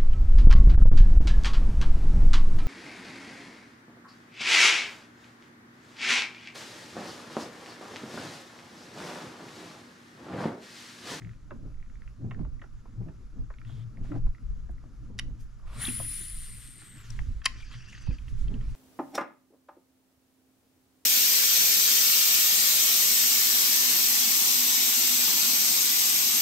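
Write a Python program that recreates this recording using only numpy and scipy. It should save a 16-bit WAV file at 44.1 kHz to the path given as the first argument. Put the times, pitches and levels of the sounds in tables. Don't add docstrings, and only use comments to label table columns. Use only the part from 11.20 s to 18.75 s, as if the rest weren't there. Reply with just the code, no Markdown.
import sys
import numpy as np
from scipy import signal
from scipy.fft import rfft, irfft, next_fast_len
from scipy.io import wavfile

SR = 44100
rng = np.random.default_rng(int(sys.argv[2]) if len(sys.argv) > 2 else 0)


def int16_out(signal):
    q = np.round(np.clip(np.atleast_2d(signal).T, -1, 1) * 32767)
    wavfile.write(sys.argv[1], SR, q.astype(np.int16))


N = 332993


def amp(db):
    return np.exp(np.asarray(db) * np.log(10) / 20)


def rms_one(x):
    return x / np.sqrt(np.mean(x ** 2) + 1e-20)


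def pan(db):
    return amp(np.array([[.5], [-.5]]) * db)


def curves(rows):
    times, *columns = np.transpose(rows)
    return [np.interp(np.arange(N) / SR, times, column) for column in columns]


def gate(rows, fade_s):
    t = np.arange(N) / SR
    return np.clip(np.minimum(t - rows[0][0], rows[-1][0] - t) / fade_s + 1, 0, 1)


def at_hz(points, hz, outside=None):
    point_hz, values = np.transpose(points)
    return np.interp(np.log(hz), np.log(point_hz), values, left=outside, right=outside)


def drift(rate_hz):
    step = int(np.clip(SR / rate_hz / 30, 1, 200))
    pole = np.exp(-2 * np.pi * rate_hz * step / SR)
    slow = signal.lfilter([1], [1, -2 * pole, pole ** 2], rng.standard_normal(N // step + 502))[500:]
    return np.interp(np.arange(N) / step, np.arange(len(slow)), rms_one(slow))


def soften(x, hz):
    pole = np.exp(-2 * np.pi * hz / SR)
    return signal.lfilter([(1 - pole) ** 2], [1, -2 * pole, pole ** 2], x)


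def resonance(x, hz, width_hz):
    r = np.exp(-np.pi * width_hz / SR)
    return signal.lfilter([1 - r, 0, r - 1], [1, -2 * r * np.cos(2 * np.pi * hz / SR), r * r], x)


def wavering(hz, scatter_hz, rate_hz, flutter_db=3.5):
    phase = 2 * np.pi * np.cumsum(hz + scatter_hz * drift(rate_hz)) / SR
    return np.sqrt(2) * np.sin(phase) * amp(flutter_db * drift(rate_hz / 2))


def noise_bed(spectrum, flicker_db, tilt_db=0, span=slice(None)):
    # frequency in Hz, likeness of left and right (1 is mono).
    likeness = [(30, 0.58), (120, 1), (300, 0.95), (600, 0.36), (1200, 0.64), (3000, 0.79), (8000, 0.54),
                (13000, 0.26)]
    mid_side, power, white = np.zeros((2, N)), 0, rng.standard_normal((2, 2, N))
    octaves = np.log2(spectrum[-1][0] / spectrum[0][0])
    edges = spectrum[0][0] * 2 ** np.arange(0, octaves + .01, 1 / 3)
    flicker = [amp(flicker_db * drift(11.1)) for _ in range(3)]
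    for k, (low, high) in enumerate(zip(edges, edges[1:])):
        hz = np.sqrt(low * high)
        band_db, alike = at_hz(spectrum, hz, outside=-90), at_hz(likeness, hz)
        if band_db < -55:
            continue
        band_pass = signal.butter(2, [low, high], "band", fs=SR, output="sos")
        band = signal.sosfilt(band_pass, white[k % 2][:, span])
        gain = amp(band_db + tilt_db * np.log2(hz / 3000)) * flicker[k % 3]
        mid_side[:, span] += gain[span] * band * np.sqrt([[1 + alike], [1 - alike]])
        power += amp(2 * band_db) * (high - low) * 2 / SR
    mid, side = mid_side
    return (mid + side * [[1], [-1]]) / np.sqrt(power)


def struck(hits, modes, contact_s, crack_db, gain_db, detune, reach, spread_s=0):
    out, t = np.zeros((2, N)), np.arange(SR // 10) / SR
    hz, mode_db, t60 = np.transpose(modes)[:, :, None]
    age = np.maximum(t - spread_s * np.sqrt(1000 / hz), 0)
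    polarity = (-1) ** np.arange(len(modes))[:, None]
    variations = rng.standard_normal((len(hits), 2, len(modes), 1))
    chatters = rng.standard_normal((len(hits), 900))
    pressure = np.exp(-t[:900] / contact_s) * (1 - np.exp(-t[:900] / (0.17 * contact_s)))
    for (start, db, centre_hz, focus_db, pan_db), (luck, grip), chatter in zip(hits, variations, chatters):
        contact = soften(chatter * pressure, reach * centre_hz)
        strength_db = mode_db - focus_db * np.abs(np.log2(hz / centre_hz)) + 2.5 * luck
        ring_hz = hz * (1 + detune * grip)
        rings = polarity * amp(strength_db - 60 * age / t60) * np.sin(2 * np.pi * ring_hz * age)
        blow = signal.fftconvolve(rings.sum(axis=0), contact)[:len(t)]
        blow /= np.abs(blow).max()
        blow[:900] += amp(crack_db) * soften(contact, 0.67 * centre_hz) / np.abs(contact).max()
        at = round(start * SR)
        out[:, at:at + len(t)] += (pan(pan_db) * amp(db + gain_db) * blow)[:, :N - at]
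    return out


def deck_echo(hits, send_db, t60_s):
    t = np.arange(SR // 8) / SR
    tail = signal.lfilter([.5], [1, -.5], rng.standard_normal((2, len(t)))) * amp(-60 * t / t60_s)
    return hits + amp(send_db) * signal.fftconvolve(hits, tail, axes=1)[:, :N]


def far_shore():
    # frequency in Hz, relative level in dB.
    colour = [(180, -46), (300, -8.5), (484, -13.5), (849, -15.5), (1330, -7), (1730, -15), (3450, -22.5),
              (5480, -20), (6900, -20.5), (8420, -33), (12100, -25), (14000, -62), (15500, -60)]
    return amp(-71.5) * noise_bed(colour, flicker_db=1.2) * pan(1.5)


def wind_and_shoves():
    # time in seconds, rumble level in dB, left over right in dB.
    gusts = [(0.0, -50.5, -1.5), (0.67, -43.5, -2), (1.05, -53, -2.5), (1.28, -39, -3.5), (1.43, -48.5, -2),
             (2.14, -47.5, -2), (2.21, -35, -3), (2.27, -47, -0.5), (2.67, -52, -1.5), (3.09, -30, -2),
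             (3.17, -58, -6.5), (3.24, -36.5, 3.5), (3.72, -43, 0), (4.31, -45, -2.5), (5.36, -43.5, 0.5),
             (5.66, -66.5, -5.5), (5.99, -35, -3), (6.75, -53, -4.5), (6.9, -36, -3), (6.96, -42.5, -4),
             (7.25, -33.5, -5), (7.55, -40.5, 0)]
    # frequency in Hz, relative level in dB.
    rumble_colour = [(8.8, -25), (15, 6.5), (27, -7), (43, -1), (127, -27.5), (172, -25.5), (200, -59),
                     (260, -87), (440, -120)]
    # frequency in Hz, relative level in dB.
    slosh_colour = [(82, 0.5), (140, -0.5), (227, -1), (264, -2.5), (349, -15), (553, -23), (1000, -33.5),
                    (1300, -47.5), (2200, -120)]
    # start and hold in seconds, boom and slosh levels in dB.
    shoves = [(-0.01, 0.098, -42, -55.5), (0.349, 0.015, -62, -50), (0.459, 0.01, -47, -53.5),
              (1.046, 0.044, -34.5, -46), (1.209, 0.03, -51, -47), (1.788, 0.049, -38, -49.5),
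              (2.166, 0.035, -68, -58.5), (2.488, 0.17, -38, -57), (2.761, 0.085, -52, -55.5),
              (2.925, 0.038, -36, -56.5), (2.94, 0.015, -43, -44), (3.07, 0.018, -56, -76),
              (3.505, 0.27, -72, -72), (3.905, 0.2, -51, -60), (4.581, 0.26, -46, -55.5),
              (5.432, 0.01, -72, -84), (5.765, 0.013, -43, -77), (5.914, 0.11, -47.5, -64),
              (6.553, 0.07, -45.5, -78), (6.904, 0.013, -65, -58.5), (7.094, 0.086, -44.5, -73),
              (7.267, 0.21, -41.5, -53.5)]
    boom_hz, rise_s, fall_s = 114, 0.024, 0.047
    t = np.arange(N) / SR
    rumble_db, pan_db = curves(gusts)
    boom_level = amp(-57.5)
    slosh_level = amp(-65 + 0.029 * (rumble_db - rumble_db.mean()))
    for start, hold, boom_db, slosh_db in shoves:
        swell = np.exp(np.minimum(0, np.minimum((t - start) / rise_s, (start + hold - t) / fall_s)))
        boom_level = boom_level + amp(boom_db) * swell
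        slosh_level = slosh_level + amp(slosh_db) * swell
    cavity = resonance(rng.standard_normal(N), boom_hz, width_hz=14)
    boom = boom_level * rms_one(resonance(cavity, boom_hz, width_hz=23)) * pan(8)
    rumble = amp(rumble_db) * noise_bed(rumble_colour, flicker_db=4)
    slosh = slosh_level * noise_bed(slosh_colour, flicker_db=5.5)
    return pan(pan_db) * (rumble + boom + slosh)


def mount_thumps():
    # time in seconds, level in dB, pitch in Hz, width in seconds, left over right in dB.
    thumps = [(4.686, -27, 253, 0.0029, -1), (4.699, -35.5, 251, 0.016, -2), (6.091, -19, 53.7, 0.0065, -6),
              (6.261, -47, 400, 0.0041, 1), (6.891, -12.5, 63, 0.003, -6)]
    out = 0
    for time, db, hz, width_s, pan_db in thumps:
        t = np.arange(N) / SR - time
        bell = amp(db) * np.exp(-(t / width_s) ** 2)
        out = out + bell * np.cos(2 * np.pi * hz * t + 1.65) * pan(pan_db)
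    return out


def rustle():
    # start and length in seconds, level and fade in dB, brightness in dB per octave,
    # squeak in dB relative to the level.
    rubs = [(0.0, 0.18, -70.5, 7, 1, -28), (2.477, 0.15, -68, 3, 0.5, 0.5), (2.847, 0.13, -67, 1, 0, -19),
            (3.512, 0.027, -85, 18, 13, -30), (4.207, 0.055, -70, 14, 8, -30),
            (5.85, 0.36, -58.5, 13.5, 1.5, -25), (6.985, 0.76, -67.5, 1, 0.5, -34),
            (7.094, 0.015, -72, 18, 2.5, -32), (7.19, 0.039, -82, 3, 3.5, -30),
            (7.512, 0.017, -72, 20, 3, -26)]
    # frequency in Hz, relative level in dB.
    colour = [(900, -3), (1500, 1), (2600, -3.5), (3300, -6.5), (4000, -7), (6500, -10), (10000, -20),
              (12500, -18), (15000, -73)]
    level, tilt_db, squeak_level = np.zeros((3, N))
    for start, length, db, fade_db, bright_db, squeak_db in rubs:
        ramp = [(start, db), (start + length, db - fade_db)]
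        rubbing = gate(ramp, fade_s=0.03)
        gain = rubbing * amp(curves(ramp)[0])
        level += gain
        tilt_db += rubbing * bright_db
        squeak_level += gain * amp(squeak_db)
    cloth = level * noise_bed(colour, flicker_db=1.8, tilt_db=tilt_db)
    return cloth + squeak_level * wavering(3330, scatter_hz=330, rate_hz=700, flutter_db=2.5)


def seat_creaks():
    # start in seconds, relative level in dB, centre in Hz.
    slips = [(0.019, -48, 1970), (0.047, -48.5, 1980), (0.071, -54, 1920), (0.0922, -51.5, 1870),
             (0.112, -56, 1700), (0.1326, -57, 1890), (0.543, -63.5, 2100), (0.572, -64, 2080),
             (0.5997, -63, 2370), (0.626, -53.5, 2050), (0.661, -62, 1920), (0.698, -56.5, 1700),
             (0.755, -56, 2150), (0.819, -50.5, 2370), (0.876, -49.5, 2140), (1.1453, -48.5, 1490),
             (1.3948, -58, 1770), (1.8264, -68, 1890), (2.339, -52.5, 1490), (2.385, -52, 2200),
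             (2.4148, -48.5, 2180), (2.45, -50.5, 2210), (2.7707, -54, 1700), (3.1477, -52.5, 1670),
             (3.1816, -55.5, 1710), (3.581, -61, 1720)]
    # frequency in Hz, relative level in dB, seconds to fall 60 dB.
    modes = [(1380, -2, 0.02), (1880, 2, 0.012), (2200, 3, 0.01), (2600, 0, 0.007), (3420, -3, 0.006),
             (4470, -5, 0.005), (5800, -8, .004)]
    focus_db, pan_db = 7, -1.5
    hits = [(*slip, focus_db, pan_db) for slip in slips]
    creaks = struck(hits, modes, contact_s=0.00048, crack_db=-30, gain_db=5, detune=0.04, reach=2.4)
    return signal.sosfilt(signal.butter(4, 1150, "high", fs=SR, output="sos"), creaks)


def hull_knocks():
    # time in seconds, relative level in dB, centre in Hz, left over right in dB.
    knocks = [(0.306, -32, 1520, 0), (0.312, -33, 463, -4), (0.45, -52, 538, 6), (1.109, -32.5, 1600, -2),
              (1.189, -42, 970, 2), (1.246, -43, 785, -4), (1.416, -34.5, 1760, -1), (1.438, -42, 1140, -3),
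              (1.653, -44, 644, -1), (1.883, -42, 624, -3), (2.301, -38, 980, -1), (2.493, -45.5, 1170, -3),
              (2.773, -44.5, 340, -1), (2.844, -45, 450, 0), (2.852, -47.5, 1400, 1), (2.916, -38, 1080, 8),
              (2.928, -39.5, 790, 7.5), (2.939, -42, 1200, 0), (2.95, -42.5, 875, 3),
              (2.958, -32.5, 375, 1), (2.96, -49, 1490, -2), (2.974, -51, 557, -4.5),
              (3.066, -45, 1000, -3), (3.49, -44.5, 533, -2), (3.633, -44, 507, -4),
              (4.797, -31.5, 655, -6), (5.618, -42.5, 1840, -1), (5.99, -43, 710, -5),
              (6.867, -45.5, 700, -10)]
    # frequency in Hz, relative level in dB, seconds to fall 60 dB.
    modes = [(280, -9, 0.035), (361, -4, 0.045), (480, -7, 0.02), (612, -5, 0.02), (810, -4, 0.016),
             (990, -4, 0.013), (1255, -3, 0.011), (1500, -3, 0.009), (1880, -1, 0.008), (2320, -1, 0.006),
             (2750, -4, .004), (3400, -6, .004)]
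    focus_db, spread_s = 4.5, 0.003
    hits = [(time - spread_s / 2, db, hz, focus_db, pan_db) for time, db, hz, pan_db in knocks]
    return struck(hits, modes, contact_s=0.005, crack_db=-7, gain_db=-3.5, detune=0.11, reach=2.6,
                  spread_s=spread_s)


def rod_swish():
    # time in seconds, centre in Hz and level in dB of the upper band.
    stroke = [(4.44, 1120, -69), (4.57, 1150, -56.5), (4.635, 1409, -56.5), (4.69, 2660, -51),
              (4.74, 2705, -66.5)]
    hz, db = curves(stroke)
    upper = wavering(hz, scatter_hz=0.161 * hz, rate_hz=401)
    lower = wavering(0.52 * hz, scatter_hz=0.099 * hz, rate_hz=300)
    return gate(stroke, fade_s=0.086) * amp(db) * (upper + 0.54 * lower)


def reel_clicks():
    # start in seconds, relative level in dB,
    # centre in Hz, fall-off from the centre in dB per octave, left over right in dB.
    clutch = [(3.9812, -44, 3480, -4, -6), (3.9887, -20.5, 3750, 24, -0.5), (3.9918, -26, 4570, -6, 5),
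              (3.9945, -21.5, 2200, 3, -6), (6.2435, -36, 3500, 7, 3), (6.249, -36, 3000, 5, 1.5),
              (6.2548, -18.5, 3500, -5.5, 4), (6.2573, -11, 4500, -6, 1.5), (6.2592, -12, 5200, 2.5, 6),
              (6.2628, -11.5, 1890, 13, 1), (6.2652, -22, 1890, 15.5, -12), (6.269, -32, 3000, -1, 3)]
    # start in seconds, relative level in dB, centre in Hz,
    # left over right in dB.
    tackle = [(5.902, -37, 6750, 11.5), (5.9896, -31.5, 1820, 9.5), (6.2166, -41.5, 1570, -1),
              (6.513, -42.5, 1810, -2), (6.5398, -41.5, 1720, -1), (6.728, -38.5, 1750, 0.0),
              (6.748, -39, 1674, 1), (6.777, -42.5, 1750, -2), (6.866, -54, 7000, -3),
              (6.909, -43.5, 2520, -1), (6.9457, -55, 1670, -7), (6.9838, -42.5, 2900, 0),
              (7.08, -44, 2240, 0), (7.2793, -45.5, 3230, 2), (7.34, -41, 2690, 0), (7.409, -47, 2020, 0)]
    # start in seconds, relative level in dB, centre in Hz.
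    slaps = [(4.626, -34, 2300), (4.638, -33, 1490), (4.65, -25, 3740), (4.669, -29, 3370),
             (4.6868, -28.5, 2570)]
    # frequency in Hz, relative level in dB, seconds to fall 60 dB.
    modes = [(720, -15, 0.03), (1098, -9, 0.066), (1580, -15, 0.021), (1880, 10, 0.0098),
             (1890, 17, 0.0083), (2320, -8, 0.038), (2570, 10.5, 0.013), (3210, 9, 0.016),
             (3720, 3.5, 0.011), (4630, 13.5, 0.006), (5190, 11, 0.012), (5660, 15.5, 0.0065),
             (7485, 7.5, 0.01), (9400, 12.5, 0.0035), (11300, 0.5, 0.0066)]
    tackle_focus_db, slap_focus_db = 19, 45
    hits = [(start, db, hz, tackle_focus_db, pan_db) for start, db, hz, pan_db in tackle]
    hits += [(*slap, slap_focus_db, 0) for slap in slaps]
    snaps = struck(clutch, modes, contact_s=0.0013, crack_db=-32, gain_db=0, detune=0.03, reach=3.3)
    ticks = struck(hits, modes, contact_s=0.003, crack_db=-36, gain_db=-1, detune=0.03, reach=2.5)
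    clicks = deck_echo(snaps + ticks, send_db=-43, t60_s=0.23)
    return signal.sosfilt(signal.butter(3, 800, "high", fs=SR, output="sos"), clicks)


def crank():
    # time in seconds, low whine's pitch in Hz and level in dB, grind level in dB.
    cranking = [(6.27, 2570, -71, -43), (6.295, 2580, -66, -58), (6.33, 2420, -75, -56.5),
                (6.404, 2417, -60, -55), (6.47, 2430, -64, -58.5), (6.53, 3100, -72, -52),
                (6.585, 3310, -66, -57.5), (6.606, 2696, -62.5, -57.5), (6.7, 2797, -61, -58.5),
                (6.75, 2730, -73, -56.5), (6.86, 2600, -69, -59.5), (6.885, 2560, -59, -60.5),
                (6.95, 2660, -74, -55.5)]
    # centre and width in Hz, relative level in dB.
    case_modes = [(1180, 370, -3), (1750, 470, 1.5), (3100, 780, -3), (4670, 510, -1), (5900, 2400, -9)]
    # time in seconds, pitch in Hz.
    jerks = [(6.365, 5270), (6.385, 6040), (6.41, 5720), (6.428, 4580), (6.462, 4900), (6.478, 5890),
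             (6.492, 5990), (6.506, 7580), (6.525, 5940), (6.548, 4850), (6.564, 5970), (6.6, 5630),
             (6.635, 5680), (6.648, 6530), (6.664, 5900), (6.7, 5720), (6.712, 7040), (6.724, 6900),
             (6.745, 6560), (6.756, 6050), (6.772, 6600), (6.82, 5860), (6.846, 6250), (6.868, 5730)]
    low_hz, low_db, grind_db = curves(cranking)
    high_hz, = curves(jerks)
    mid, side = rng.standard_normal((2, N)) * amp(1.2 * drift(120))
    teeth = mid + 0.34 * side * [[1], [-1]]
    case = sum((-1) ** k * resonance(teeth, hz, width_hz) * amp(db + 2.2 * drift(17))
               for k, (hz, width_hz, db) in enumerate(case_modes))
    muffle = signal.butter(2, 8500, fs=SR, output="sos")
    grind = signal.sosfilt(muffle, rms_one(case))
    low_whine = wavering(low_hz, scatter_hz=115, rate_hz=150) * amp(low_db + 2 * drift(33))
    pinion = amp(-18 + 5 * drift(18)) * wavering(4670, scatter_hz=90, rate_hz=200)
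    high_whine = wavering(high_hz, scatter_hz=115, rate_hz=197) * amp(-69 + 2 * drift(16))
    gears = amp(grind_db) * (grind + pinion) + low_whine + gate(jerks, fade_s=0.01) * high_whine
    return gate(cranking, fade_s=0.036) * gears * pan(1.4)


def line_hiss(hiss_db, angle, ring_gate):
    # frequency in Hz, relative level in dB.
    colour = [(700, -58), (1200, -14.5), (2000, -10), (2500, -11.5), (3500, -10.5), (4800, -13.5),
              (6300, -19), (7300, -21.5), (9000, 0.5), (11000, -27), (12300, -6), (13000, -45),
              (14500, -34), (15500, -36)]
    # time in seconds, tilt in dB per octave.
    brightness = [(4.5, -5.5), (4.58, -2), (4.95, 3), (5.5, 0.5), (5.83, -5)]
    tilt_db, = curves(brightness)
    hiss = noise_bed(colour, flicker_db=2.5, tilt_db=tilt_db, span=slice(4 * SR, 6 * SR))
    mid_ring = wavering(7350, scatter_hz=354, rate_hz=483)
    low_ring = 1.4 * wavering(2000, scatter_hz=120.8, rate_hz=184)
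    pulse = rms_one(np.exp(0.61 * np.cos(angle)))
    top_ring = 1.35 * amp(tilt_db) * pulse * wavering(11700, scatter_hz=450, rate_hz=800)
    rings = ring_gate * amp(hiss_db - 12.5) * (low_ring + mid_ring + top_ring)
    return amp(hiss_db + np.cos(angle)) * hiss + rings


def free_spool():
    # time in seconds, first whistle's pitch in Hz and level in dB,
    # second whistle's pitch in Hz and level in dB, line hiss level in dB.
    run = [(4.48, 5680, -100, 5400, -100, -65.5), (4.58, 8930, -58, 8520, -66, -52),
           (4.624, 9940, -37, 9540, -42, -41), (4.7, 10050, -37, 9150, -45, -48.5),
           (4.83, 9900, -38, 9300, -47.5, -51.5), (4.94, 9840, -39.5, 9590, -42.5, -51.5),
           (5.1, 9840, -44.5, 9250, -49.5, -55), (5.25, 9440, -48.5, 8500, -53.5, -56),
           (5.4, 9240, -53.5, 8360, -58.5, -58.5), (5.5, 9300, -56, 8450, -55.5, -59.5),
           (5.68, 8530, -56.5, 8150, -64, -60.5), (5.76, 8280, -58, 7900, -68, -58),
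           (5.815, 8000, -69, 7500, -74, -55.5), (5.85, 6800, -70, 6300, -80, -70),
           (5.88, 4300, -68, 4200, -86, -86)]
    # time in seconds, turns per second.
    speed = [(4.5, 200), (4.62, 236), (4.7, 241), (4.83, 236), (4.92, 216), (5.02, 194), (5.27, 148),
             (5.5, 124), (5.71, 102), (5.9, 90)]
    first_hz, first_db, second_hz, second_db, hiss_db = curves(run)
    turns, = curves(speed)
    slowing = turns.max() / turns
    halvings = np.log2(slowing)
    angle = 2 * np.pi * np.cumsum(turns) / SR + 0.034 * drift(35)
    throb = rms_one(np.abs(np.cos(angle)) * (1 + 0.37 * np.cos(angle)) + 0.79)
    swing_hz, scatter_hz = 290 * np.cos(angle) / slowing, 48 * slowing ** 1.5
    whistles = sum(amp(db) * throb * wavering(hz + swing_hz, scatter_hz, rate_hz=380, flutter_db=2.5)
                   for hz, db in [(first_hz, first_db), (second_hz, second_db)])
    squeal_hz = 13850 + 500 * halvings + 420 * np.sin(angle)
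    squeal_level = amp(first_db - 18 - 8 * halvings) * rms_one(np.exp(1.1 * np.cos(angle)))
    squeal = squeal_level * wavering(squeal_hz, scatter_hz=89.7, rate_hz=300, flutter_db=0)
    line = line_hiss(hiss_db, angle, ring_gate=gate(run[2:], fade_s=0.032))
    return gate(run, fade_s=0.03) * ((whistles + squeal) * pan(4.5) + line * pan(0.84))


def scene():
    boat = deck_echo(seat_creaks() + hull_knocks(), send_db=-31, t60_s=0.13)
    low_end = wind_and_shoves() + mount_thumps()
    reel = reel_clicks() + free_spool() + crank()
    return boat + low_end + reel + far_shore() + rustle() + rod_swish()


def record(dry):
    # frequency in Hz, the left's lead in radians (negative lags).
    port_phase = [(60, -0.51), (260, -0.84), (780, -0.4), (2500, -0.66), (6000, -0.38), (15000, -0.74)]
    size = next_fast_len(N + 4096)
    hz = np.arange(size // 2 + 1) * SR / size
    phase_shift = np.exp(1j * at_hz(port_phase, hz + 1))
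    left = irfft(rfft(dry[0], size) * phase_shift, size)[:N]
    high_cut = signal.cheby2(12, 70, 16000, fs=SR, output="sos")
    return signal.sosfilt(high_cut, np.stack([left, dry[1]]))


dry = scene()
out = record(dry)
int16_out(out)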